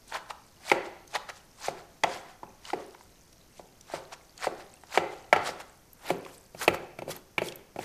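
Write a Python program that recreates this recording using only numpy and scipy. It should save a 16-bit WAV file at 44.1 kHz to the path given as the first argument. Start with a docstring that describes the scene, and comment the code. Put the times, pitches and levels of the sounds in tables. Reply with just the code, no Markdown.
"""A pestle pounds shredded salad in a wooden mortar while a spoon turns it, close up in a kitchen.
Most strokes end in a dull knock: damped modes of the wood, with a blur of noise around them.
Each stroke squelches and fizzes through the wet shreds, as dense grains of tiny dying rings.
Short pops, snaps and faint ticks are added, and after every blow the hard-walled room rings,
as decaying noise convolved with the sound; a quiet rumble and hiss of shaped noise lies beneath."""
import sys
import numpy as np
from scipy import signal
from scipy.io import wavfile

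SR = 44100
rng = np.random.default_rng(int(sys.argv[2]) if len(sys.argv) > 2 else 0)


def write(x):
    x = np.atleast_2d(x).T
    wavfile.write(sys.argv[1], SR, np.round(np.clip(x, -1, 1) * 32767).astype(np.int16))


N = 346008

# blows of the pestle: (time [s], pitch of the bowl's main ring [Hz], force [dB],
# cushion of shreds [0-1], place from the bowl's floor to its wall [0-1])
BLOWS = [(.715, 805, -21.5, 0.01, .12), (1.682, 685, -30, 0.63, 0.36), (2.035, 873, -27.5, .02, 0.44),
         (2.0416, 674, -23, .8, 0.62), (2.4308, 850, -41, 1.0, 0.51), (2.732, 692, -30, 0.6, 0.069),
         (3.594, 720, -46.5, 1, 0.23), (3.9361, 682, -32.5, .9, 0.43), (4.4689, 725, -29.5, 0.64, 0.19),
         (4.974, 752, -22, 0.18, 0.16), (5.3271, 722, -17, 0.18, 1), (5.361, 733, -28, .3, .3),
         (5.49, 706, -39, 0.2, .05), (6.102, 713, -27.5, 0.41, 0.058), (6.546, 643, -48, 0.5, 0.42),
         (6.678, 730, -22, 0, 0.24), (6.9872, 630, -43, 0.14, 0.46), (7.0194, 780, -42.5, 0.5, .05),
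         (7.078, 564, -45, 0.6, .02), (7.093, 573, -45, .6, 0.018), (7.3797, 840, -33.5, 0.07, 0.42),
         (7.417, 627, -34, 0.38, 0.062), (7.76, 680, -41.5, .7, 0.61), (7.788, 720, -36, .6, 0.28)]
# edges of the six frequency parts of a knock: (frequency [Hz])
PART_EDGES_HZ = [90, 300, 560, 1100, 1750, 3100, 15500]
# spectral density of the fizz of the top shreds: (frequency [Hz], level per Hz [dB])
FIZZ_SPECTRUM = [(2000, -2), (3000, -4.5), (4400, 0), (6000, -1.5), (8200, -2.5), (11000, -9),
                 (16000, -11.5)]

MAIN_RING_HZ = 730
PART_BANDS = [signal.butter(2, PART_EDGES_HZ[k:k + 2], "band", fs=SR, output="sos") for k in range(6)]
PART_FLOORS = [signal.butter(3, .85 * hz, "high", fs=SR, output="sos") for hz in PART_EDGES_HZ[:-1]]


def amp(db):
    """Amplitude ratio of a level in decibels."""
    return 10 ** (np.asarray(db) / 20)


def evened(x):
    """Normalization to unit root-mean-square amplitude."""
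    return x / np.sqrt(np.mean(x ** 2) + 1e-20)


def read(points, hz, axis=1):
    """Interpolation of a table's column at any frequency, along straight lines in log frequency."""
    table = np.array(points, float)
    return np.interp(np.log(hz + 1), np.log(table[:, 0]), table[:, axis])


def over_time(points):
    """Linear interpolation of a (time, value) table at every sample."""
    return np.interp(np.arange(N) / SR, *np.transpose(points))


def add(mix, s, sound):
    """Linear superposition of a sound that starts at s seconds."""
    part = mix[max(round(s * SR), 0):][:len(sound)]
    part += sound[:len(part)]


def decay(t, t60):
    """Exponential damping: the amplitude falls by 60 dB in t60 seconds."""
    return np.exp(-np.log(1000) * t / t60)


def knock(ring_hz, clack_shift, levels_db, blur_t60=0.04, contact_s=0.0012, detune=0.013):
    """Modal synthesis: a blow rings the wood's modes, plus a short blur of dense ones damped by salad."""
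    # modes of mortar and pestle: (frequency [Hz], level [dB], 60 dB decay time [s])
    wood_modes = [(156, 0, .06), (363, 1, 0.059), (426.3, -3.5, 0.058), (535, 1.5, 0.047),
                  (599.5, -9, 0.05), (737.5, 1.5, 0.027), (855, -2, .02), (1345, 0, .06), (1550, -9, .015),
                  (1840, -16.5, 0.033), (2023, 6, 0.018), (2280, 3, .018), (2810, -9.5, 0.014),
                  (3460, 8.5, 0.0031), (4524, 1.5, 0.014), (6470, 0, .007)]
    # strength of each part's blur of dense modes: (factor on its clear modes)
    blur_strength = [1.3, 0.51, 0.23, 1, 0.47, 0.69]
    t = np.arange(SR // 11) / SR
    hz, db, t60 = np.transpose(wood_modes)
    part_of = np.searchsorted(PART_EDGES_HZ[1:-1], hz)

    # the strike point and the load of salad shift each mode a little
    random_shift = 1 + detune * rng.standard_normal(len(hz))
    hz = hz * np.where(part_of == 2, ring_hz / MAIN_RING_HZ, random_shift)
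    hz = hz * np.where(part_of == 4, clack_shift, 1)
    size = amp(db + 2 * rng.standard_normal(len(hz))) * rng.choice([-1, 1], len(hz))
    modes = size[:, None] * np.sin(2 * np.pi * hz[:, None] * t) * decay(t, t60[:, None])

    contact = 1 - np.exp(-(t / contact_s) ** 2)  # the shreds cushion the first instant
    out = np.zeros(len(t))
    for k, level_db in enumerate(levels_db):
        dull_noise = signal.lfilter([1], [1, -.9], rng.standard_normal(len(t)))
        blur = signal.sosfilt(PART_BANDS[k], dull_noise) * decay(t, blur_t60)
        clear = evened(modes[part_of == k].sum(0))
        part = signal.sosfilt(PART_FLOORS[k], contact * (clear + blur_strength[k] * evened(blur)))
        out += amp(level_db) * part / np.std(part[:SR // 50])  # level set over the first 20 ms
    return out


def pestle(loud_clack_s=7.3797, loud_clack_db=-25.5, clack_part=4):
    """Position-dependent modal excitation: shreds muffle high parts, the wall trades thud for rim ring."""
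    # parts of a knock, low to high: floor thump, thud of the bowl's base, main ring, rim ring,
    # pestle clack, contact tick: (level at 0 dB force [dB], slope with force [dB per dB],
    # change from a full cushion [dB], change from striking the wall [dB])
    part_response = [(-25.5, 0.61, -0.5, 1), (2.5, 1, 0, -17), (0, 1, 0, 0), (-10.5, 1, -13, 6.5),
                     (0, 1, -20, 0), (-17.5, 0.84, -14.5, -0.5)]
    # the clack is pitched higher in the later blows: (time [s], factor on mode frequency)
    clack_shifts = [(5.4, 1.003), (6.0, 1.132)]
    out = np.zeros(N)
    full_db, per_db, cushion_db, wall_db = np.transpose(part_response)
    shift_s, shift = np.transpose(clack_shifts)
    for s, ring_hz, force_db, cushion, place in BLOWS:
        levels_db = full_db + per_db * force_db + cushion_db * cushion + wall_db * place
        add(out, s, knock(ring_hz, np.interp(s, shift_s, shift), levels_db))

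    # one blow has an extra-loud clack around 2.3 kHz
    clack_only_db = np.where(np.arange(len(part_response)) == clack_part, loud_clack_db, -np.inf)
    clack_shift = np.interp(loud_clack_s, shift_s, shift)
    add(out, loud_clack_s, knock(MAIN_RING_HZ, clack_shift, clack_only_db))
    return out


def crackle(per_s, spread_db):
    """Poisson-like impulses: random clicks of either sign, many small and a few large."""
    chance, size = rng.random((2, N), dtype=np.float32)
    at = np.flatnonzero(chance < per_s / SR)
    signed = 2 * size[at] - 1
    rarity = np.minimum(-np.log(abs(signed) + 1e-12), 3.5)
    out = np.zeros(N)
    out[at] = np.sign(signed) * amp(spread_db * rarity)
    return out


def grains(points, per_s, spread_db, cycles, drift_db, count=36):
    """Granular resonance: tiny dying rings of many pitches, whose balance drifts as the shreds shift."""
    t, out = np.arange(SR // 40) / SR, np.zeros(N)
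    edges = np.geomspace(points[0][0], points[-1][0], count + 1)
    knots = np.arange(0, N + SR // 12, SR // 12)
    for hz in np.sqrt(edges[:-1] * edges[1:]):
        turns = hz * t
        ring = np.sin(2 * np.pi * turns) * np.exp(-turns / cycles) * (1 - np.exp(-2 * turns))
        drift = np.interp(np.arange(N), knots, rng.standard_normal(len(knots)))
        clicks = crackle(per_s / count, spread_db) * amp(drift_db * drift)
        # higher rings are shorter, so start taller
        out += amp(read(points, hz)) * hz * signal.oaconvolve(clicks, ring)[:N]
    return evened(out)


def push(s, swell, fade, db, roundness=1.274):
    """Power envelope of one push: 20 dB down one swell before its peak and one fade after it."""
    t = np.arange(0, N, 32) / SR
    away = np.minimum(np.where(t < s, (s - t) / swell, (t - s) / fade), 10)
    # roundness 1 is a pointed peak, 2 a bell
    return amp(db) ** 2 * np.exp(-np.log(100) * np.minimum(away, away ** roundness))


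def loudness(pushes):
    """Incoherent addition: the powers of many pushes sum, and the root is their joint amplitude."""
    power = sum(push(*row) for row in pushes)
    return np.interp(np.arange(N), np.linspace(0, N, len(power)), np.sqrt(power))


def shreds(squelch_per_s=3000, fizz_per_s=8000, squelch_spread_db=2.4):
    """Dense impulsive fracture: deep shreds squelch in the bowl's hollow, those on top fizz."""
    # pushes through the shreds and the smack as the pestle lifts out: (peak time [s], swell [s],
    # squelch level [dB], fizz level [dB], lift delay after the peak [s], lift level [dB])
    strokes = [(.156, 0.041, -31, -40.5, 0.15, -38.5), (0.698, 0.073, -39.5, -40, 0.16, -47),
               (1.158, 0.024, -25, -35, 0.14, -36.5), (1.66, 0.071, -40, -39, 0.13, -49.5),
               (2.14, 0.098, -44.5, -44, .16, -55), (2.691, 0.065, -46.5, -46.5, 0.11, -54),
               (3.951, .075, -42, -44.5, 0.18, -40), (4.444, 0.047, -32, -37.5, .16, -49),
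               (4.957, 0.054, -34, -38.5, .17, -47.5), (5.476, 0.049, -32.5, -37, .131, -40),
               (6.093, 0.068, -36, -45, 0.2, -54), (6.633, 0.049, -35, -36.5, .112, -40.5),
               (7.113, 0.028, -39, -38, 0.044, -48), (7.832, 0.059, -45.5, -50, .15, -50)]
    # the spoon brushes over the top of the heap, fizz only: (time [s], level [dB])
    spoon_brushes = [(.1, -51), (1.12, -54.5), (1.368, -54), (3.58, -55.5), (6.345, -56.5), (7.462, -44)]
    # spectral density of the deep squelch: (frequency [Hz], level per Hz [dB])
    squelch_spectrum = [(200, -25.5), (380, -19), (560, -6), (820, 3.5), (1120, -3.5), (1450, -2),
                        (1950, -2.5), (2800, -11), (4500, -14)]
    # a blow leaves the heap crunching, at a level relative to its force
    crunch_db, crunch_swell_s, crunch_fade_s = -24.5, 0.014, 0.28
    brush_s = 0.051  # swell and fade of a brush
    fade_share = 0.77  # a push dies away in this share of its swell
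    fizz_longer = 1.1  # the top shreds are met first and left last
    # a smack swells and fades in lift_s at lift_ref_db; a weaker one comes from a slower lift
    # and lasts longer, twice as long for each lift_doubling_db
    lift_s, lift_ref_db, lift_doubling_db, lift_fizz_db = .019, -38, 9, -6

    deep = []
    for s, _, force_db, *_ in BLOWS:
        deep.append((s + crunch_swell_s, crunch_swell_s, crunch_fade_s, force_db + crunch_db))
    top = [(s, brush_s, brush_s, db) for s, db in spoon_brushes]
    for s, swell, squelch_db, fizz_db, lift_after, lift_db in strokes:
        fade = fade_share * swell
        lift = lift_s * 2 ** ((lift_ref_db - lift_db) / lift_doubling_db)
        deep.append((s, swell, fade, squelch_db))
        deep.append((s + lift_after, lift, lift, lift_db))
        top.append((s, fizz_longer * swell, fizz_longer * fade, fizz_db))
        top.append((s + lift_after, lift, lift, lift_db + lift_fizz_db))
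    squelch = grains(squelch_spectrum, squelch_per_s, squelch_spread_db, cycles=1.17, drift_db=1.5)
    fizz = grains(FIZZ_SPECTRUM, fizz_per_s, spread_db=3.3, cycles=4.5, drift_db=2.2)
    return squelch * loudness(deep) + fizz * loudness(top)


def pops(ring_s=0.0014, snap=0.74):
    """Impulsive excitation: each pop is a snap of band noise with a brief damped ring."""
    # short pops and snaps, some of them part of a knock or squelch:
    # (time [s], peak level [dB], pitch [Hz])
    bursts = [(0.1224, -25, 904), (.3058, -25, 1310), (0.699, -19, 2290), (1.0765, -39.5, 6290),
              (1.158, -18, 1890), (1.2893, -29, 1300), (2.036, -13, 3310), (2.652, -33, 2960),
              (2.702, -28, 1410), (2.948, -38.5, 960), (3.0085, -39, 925), (3.3278, -44.5, 5660),
              (3.8097, -37.5, 5900), (3.899, -35, 690), (4.377, -34, 4450), (4.8353, -38, 800),
              (5.5992, -34, 1030), (5.9309, -40, 13260), (6.2492, -37, 2520), (6.2623, -34.5, 1050),
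              (6.613, -22.5, 1500), (6.62, -23, 1280), (6.7427, -26, 975), (7.1631, -34.5, 12000),
              (7.4848, -24.5, 3270), (7.522, -31.5, 2720), (7.5565, -35.5, 12030)]
    t, out = np.arange(SR // 50) / SR, np.zeros(N)
    for s, db, hz in bursts:
        band = signal.butter(2, [hz * .6, min(hz * 2, SR / 2.2)], "band", fs=SR, output="sos")
        noise = evened(signal.sosfilt(band, rng.standard_normal(len(t))))
        burst = np.sin(2 * np.pi * hz * t) + snap * noise
        pop = burst * t * np.exp(-t / ring_s)
        add(out, s, amp(db) * pop / abs(pop).max())
    return out


def settling(stray_db=-5):
    """Sparse random emission: the wet heap ticks faintly, most while the spoon lifts and folds it."""
    # how much the spoon stirs the heap: (time [s], level of its ticking [dB])
    stirring = [(0, -67), (2.5, -70), (2.9, -60.5), (3.4, -68.5), (4.3, -65.5), (5.2, -62.5), (5.8, -70),
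                (6.3, -65.5), (6.9, -77)]
    ticks = grains(FIZZ_SPECTRUM, per_s=1500, spread_db=4, cycles=3, drift_db=2)
    # a stray louder snap now and then
    strays = grains(FIZZ_SPECTRUM, per_s=12, spread_db=3, cycles=8, drift_db=1)
    return amp(over_time(stirring)) * (ticks + amp(stray_db) * strays)


def kitchen(x, build_s=0.011, size=256):
    """Diffuse reverberation: dense reflections swell, then each band dies at its own speed."""
    # reverberation: (frequency [Hz], 60 dB decay time [s], level [dB])
    room_bands = [(130, 0.47, 3), (415, 0.67, -7.5), (796, 0.66, -10.5), (1500, 0.64, -7.5),
                  (2240, 0.58, -15), (3200, 0.71, -11.5), (12000, 0.34, -15)]
    hz, t, z = signal.stft(crackle(4000, 2.5)[:SR], SR, nperseg=size)
    shape = decay(t, read(room_bands, hz)[:, None]) * (1 - np.exp(-(t / build_s) ** 2))
    shape /= np.sqrt((shape ** 2).mean(1, keepdims=True))
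    shape *= amp(read(room_bands, hz, axis=2))[:, None]
    plain, tail = (signal.istft(v, SR, nperseg=size)[1] for v in (z, z * shape))
    return signal.fftconvolve(x, tail / np.linalg.norm(plain))[:N]


def reverberation(wet, count=3):
    """Incoherent averaging: independently drawn knocks and tails add up to a smooth room tail."""
    # the kitchen recedes as the microphone comes over the bowl: (time [s], level change [dB])
    room_level = [(5.4, 0.6), (6.0, -2)]
    room = sum(kitchen(pestle() + amp(-1.84) * wet) for draw in range(count)) / np.sqrt(count)
    return room * amp(over_time(room_level))


def shelf(x, hz, side, db):
    """Shelving equalization: raises or lowers one end of the spectrum along a curve."""
    end = signal.sosfiltfilt(signal.butter(2, hz, side, fs=SR, output="sos"), x)
    return x + (amp(db) - 1) * end


def over_bowl(x):
    """Position-dependent response: over the bowl's mouth the microphone hears more treble and depth."""
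    # shelf gain as the microphone shifts over the mouth: (time [s], gain [dB])
    mouth_gain = [(5.4, -6.5), (6.0, 4.5)]
    gain_db = over_time(mouth_gain)
    return shelf(shelf(x, 9200, "high", gain_db), 340, "low", gain_db)


def colour(x, points, size=2048):
    """Minimum-phase filtering: a causal filter with the given spectrum."""
    log_gain = np.log(amp(read(points, abs(np.fft.fftfreq(size, 1 / SR)))))
    taps = np.fft.ifft(np.exp(np.conj(signal.hilbert(log_gain)))).real
    return signal.oaconvolve(x, taps[:size // 2])[:N]


def background(level_db=-59):
    """Stationary noise: white noise shaped into a steady low rumble and hiss."""
    # spectrum of the quiet: (frequency [Hz], relative level [dB])
    quiet_spectrum = [(20, 6), (55, 3.5), (200, 0), (500, -5), (1000, -10.5), (2000, -14.5), (3500, -22),
                      (5200, -15.5), (6300, -13.5), (7100, -20), (15000, -20.5)]
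    return amp(level_db) * evened(colour(rng.standard_normal(N), quiet_spectrum))


def scene():
    """Superposition: knocks and wet shreds with their reverberation, over the quiet background."""
    wet = shreds() + pops() + settling()
    room = reverberation(wet)
    heard = over_bowl(pestle() + wet + room)
    return (heard + background())[None]


def record(dry, edge_hz=14600):
    """Soft saturation: the hardest blows round off near full scale; then a low-pass limits the band."""
    rounded = dry / (1 + (dry / .9) ** 6) ** (1 / 6)
    low_pass = signal.firwin(161, edge_hz, window=("kaiser", 9), fs=SR)
    return signal.oaconvolve(rounded, low_pass[None], "same")


dry = scene()
out = record(dry)
write(out)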